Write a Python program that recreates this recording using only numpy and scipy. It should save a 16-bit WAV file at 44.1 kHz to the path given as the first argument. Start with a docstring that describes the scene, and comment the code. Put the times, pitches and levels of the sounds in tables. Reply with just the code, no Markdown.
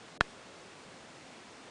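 """A soft, even rush of air and leaves, heard on one microphone among bushes by the water on a still day.
Its low-middle swells briefly at the end. Under it lie the recorder's hiss and faint electronic whine.
Close to the microphone, one dry contact clicks with a small low thump and rings away briefly.
The hiss goes dull for an instant just before the click."""
import sys
import numpy as np
from scipy import signal
from scipy.io import wavfile
from scipy.ndimage import uniform_filter1d

SR = 44100
rng = np.random.default_rng(int(sys.argv[2]) if len(sys.argv) > 2 else 0)


def log_audio(samples):
    """Write samples as a 16-bit WAV file to the path given in sys.argv[1]."""
    # one column per channel
    frames = np.atleast_2d(samples).T
    # limit to full scale, then quantise
    limited = np.clip(frames, -1, 1)
    pcm = np.round(limited * 32767).astype(np.int16)
    wavfile.write(sys.argv[1], SR, pcm)


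N = 74970
TIME = np.arange(N) / SR

# Spectrum of the air, leaves and hiss: frequency_hz, relative_density_db
AIR_SPECTRUM = [(25, -17), (50, -17), (90, -9), (160, -3.5), (260, -2), (370, -2.5), (520, -3), (750, -5),
                (1200, -8), (2300, -11), (3300, -13.5), (5800, -17.5), (7800, -21), (10000, -27)]
# Lift of the rush's low-middle, which swells at the end: time_s, gain_db
AIR_SWELL = [(0, -1.5), (.4, 0.44), (1.2, -1), (1.64, -2), (1.68, 7), (1.7, 7)]
# Modes the click rings with, before the contact softens them: pitch_hz, level_db, t60_s
CLICK_RESONANCES = [(708, -27, 0.025), (1135, -6.5, .0044), (1452, -6, 0.0094), (1720, -18.5, 0.03),
                    (2520, -13, 0.0071), (3214, -15.5, 0.016), (3900, -17.5, 0.015)]

AIR_DB, FLICKER_DB, FLICKER_PER_S = -52, 0.58, 9.1
SWELL_LOW_HZ, SWELL_HIGH_HZ = 350, 740
CLICK_S, CONTACT_HZ, RING_LOW_CUT_HZ = .2092, 1170, 360
THUMP_DB, THUMP_LAG_S, THUMP_RISE_S = -20, 0.0012, 0.00052
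TAIL_DB, TAIL_T60_S, TAIL_TOP_HZ = -32, 0.024, 3460


def from_db(db):
    """Decibels to gain."""
    return 10 ** (np.asarray(db) / 20)


def rms_one(x):
    """Scale to unit rms."""
    return x / np.sqrt(np.mean(x ** 2) + 1e-20)


def low_pass(x, hz, order=2):
    """Butterworth treble cut."""
    return signal.sosfilt(signal.butter(order, hz, fs=SR, output="sos"), x)


def high_pass(x, hz):
    """Gentle first-order bass cut."""
    return signal.sosfilt(signal.butter(1, hz, "high", fs=SR, output="sos"), x)


def drift(rate_hz):
    """Slow random wander of unit rms: smoothed noise, drawn once every 40 samples."""
    step, settle = 40, 2000
    pole = np.exp(-2 * np.pi * step * rate_hz / SR)
    white = rng.standard_normal(N // step + settle + 2)
    slow = signal.lfilter([1], [1, -2 * pole, pole * pole], white)[settle:]
    return np.interp(np.arange(N) / step, np.arange(len(slow)), rms_one(slow))


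def air_and_leaves():
    """Air in the bushes: third-octave noise bands flicker a little; the low-middle ones also swell."""
    edges_hz = 22 * 2 ** (np.arange(28) / 3)
    spectrum_hz, spectrum_db = np.transpose(AIR_SPECTRUM)
    swell_db = np.interp(TIME, *np.transpose(AIR_SWELL))
    white = rng.standard_normal((2, N + SR // 2))  # neighbouring bands take separate noises
    rush = 0
    for k, (low, high) in enumerate(zip(edges_hz, edges_hz[1:])):
        band_pass = signal.butter(2, [low, high], "band", fs=SR, output="sos")
        band = signal.sosfilt(band_pass, white[k % 2])[-N:]
        centre_hz = np.sqrt(low * high)
        band_db = np.interp(np.log(centre_hz), np.log(spectrum_hz), spectrum_db)
        flicker_db = FLICKER_DB * drift(FLICKER_PER_S)
        swells = SWELL_LOW_HZ < centre_hz < SWELL_HIGH_HZ
        rush = rush + band * from_db(band_db + flicker_db + swell_db * swells)
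    return from_db(AIR_DB) * rms_one(rush)


def recorder_whine(pitch_hz=7583, rms_db=-82.5):
    """A thin steady tone from the recorder's electronics."""
    return from_db(rms_db) * np.sqrt(2) * np.sin(2 * np.pi * pitch_hz * TIME)


def dull_instant(background, start_s=.177, end_s=.205, top_hz=500, dip_db=-1.5):
    """For an instant the background loses its treble and what remains dips slightly."""
    gate = 1.0 * ((TIME > start_s) & (TIME < end_s))
    blend = uniform_filter1d(gate, size=90)  # 2 ms fades
    muffled = from_db(dip_db) * low_pass(background, top_hz, order=6)
    return (1 - blend) * background + blend * muffled


def close_click():
    """A slightly soft contact near the microphone: damped modes, a low push, a short scatter of noise."""
    age = np.maximum(TIME - CLICK_S, 0)
    struck = age > 0
    ring = struck * sum(from_db(level_db - 60 * age / t60_s) * np.cos(2 * np.pi * pitch_hz * age)
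                        for pitch_hz, level_db, t60_s in CLICK_RESONANCES)
    softened = low_pass(ring, CONTACT_HZ, order=1)
    push = np.maximum(age - THUMP_LAG_S, 0) / THUMP_RISE_S
    thump = from_db(THUMP_DB) * push * np.exp(1 - push)  # one-sided pulse
    scatter = rms_one(low_pass(rng.standard_normal(N), TAIL_TOP_HZ))
    tail = struck * from_db(TAIL_DB - 60 * age / TAIL_T60_S) * scatter
    return high_pass(softened, RING_LOW_CUT_HZ) + thump + tail


def scene():
    """Among the bushes, in mono: the steady background with one click up close."""
    background = air_and_leaves() + recorder_whine()
    return (dull_instant(background) + close_click())[None]


def record(dry):
    """The microphone drops the very lowest bass; the top is cut steeply."""
    microphone = high_pass(dry, hz=5)
    top_hz = 10120
    treble_cut = signal.ellip(12, .1, 70, top_hz, fs=SR, output="sos")
    return signal.sosfilt(treble_cut, microphone)


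dry = scene()
out = record(dry)
log_audio(out)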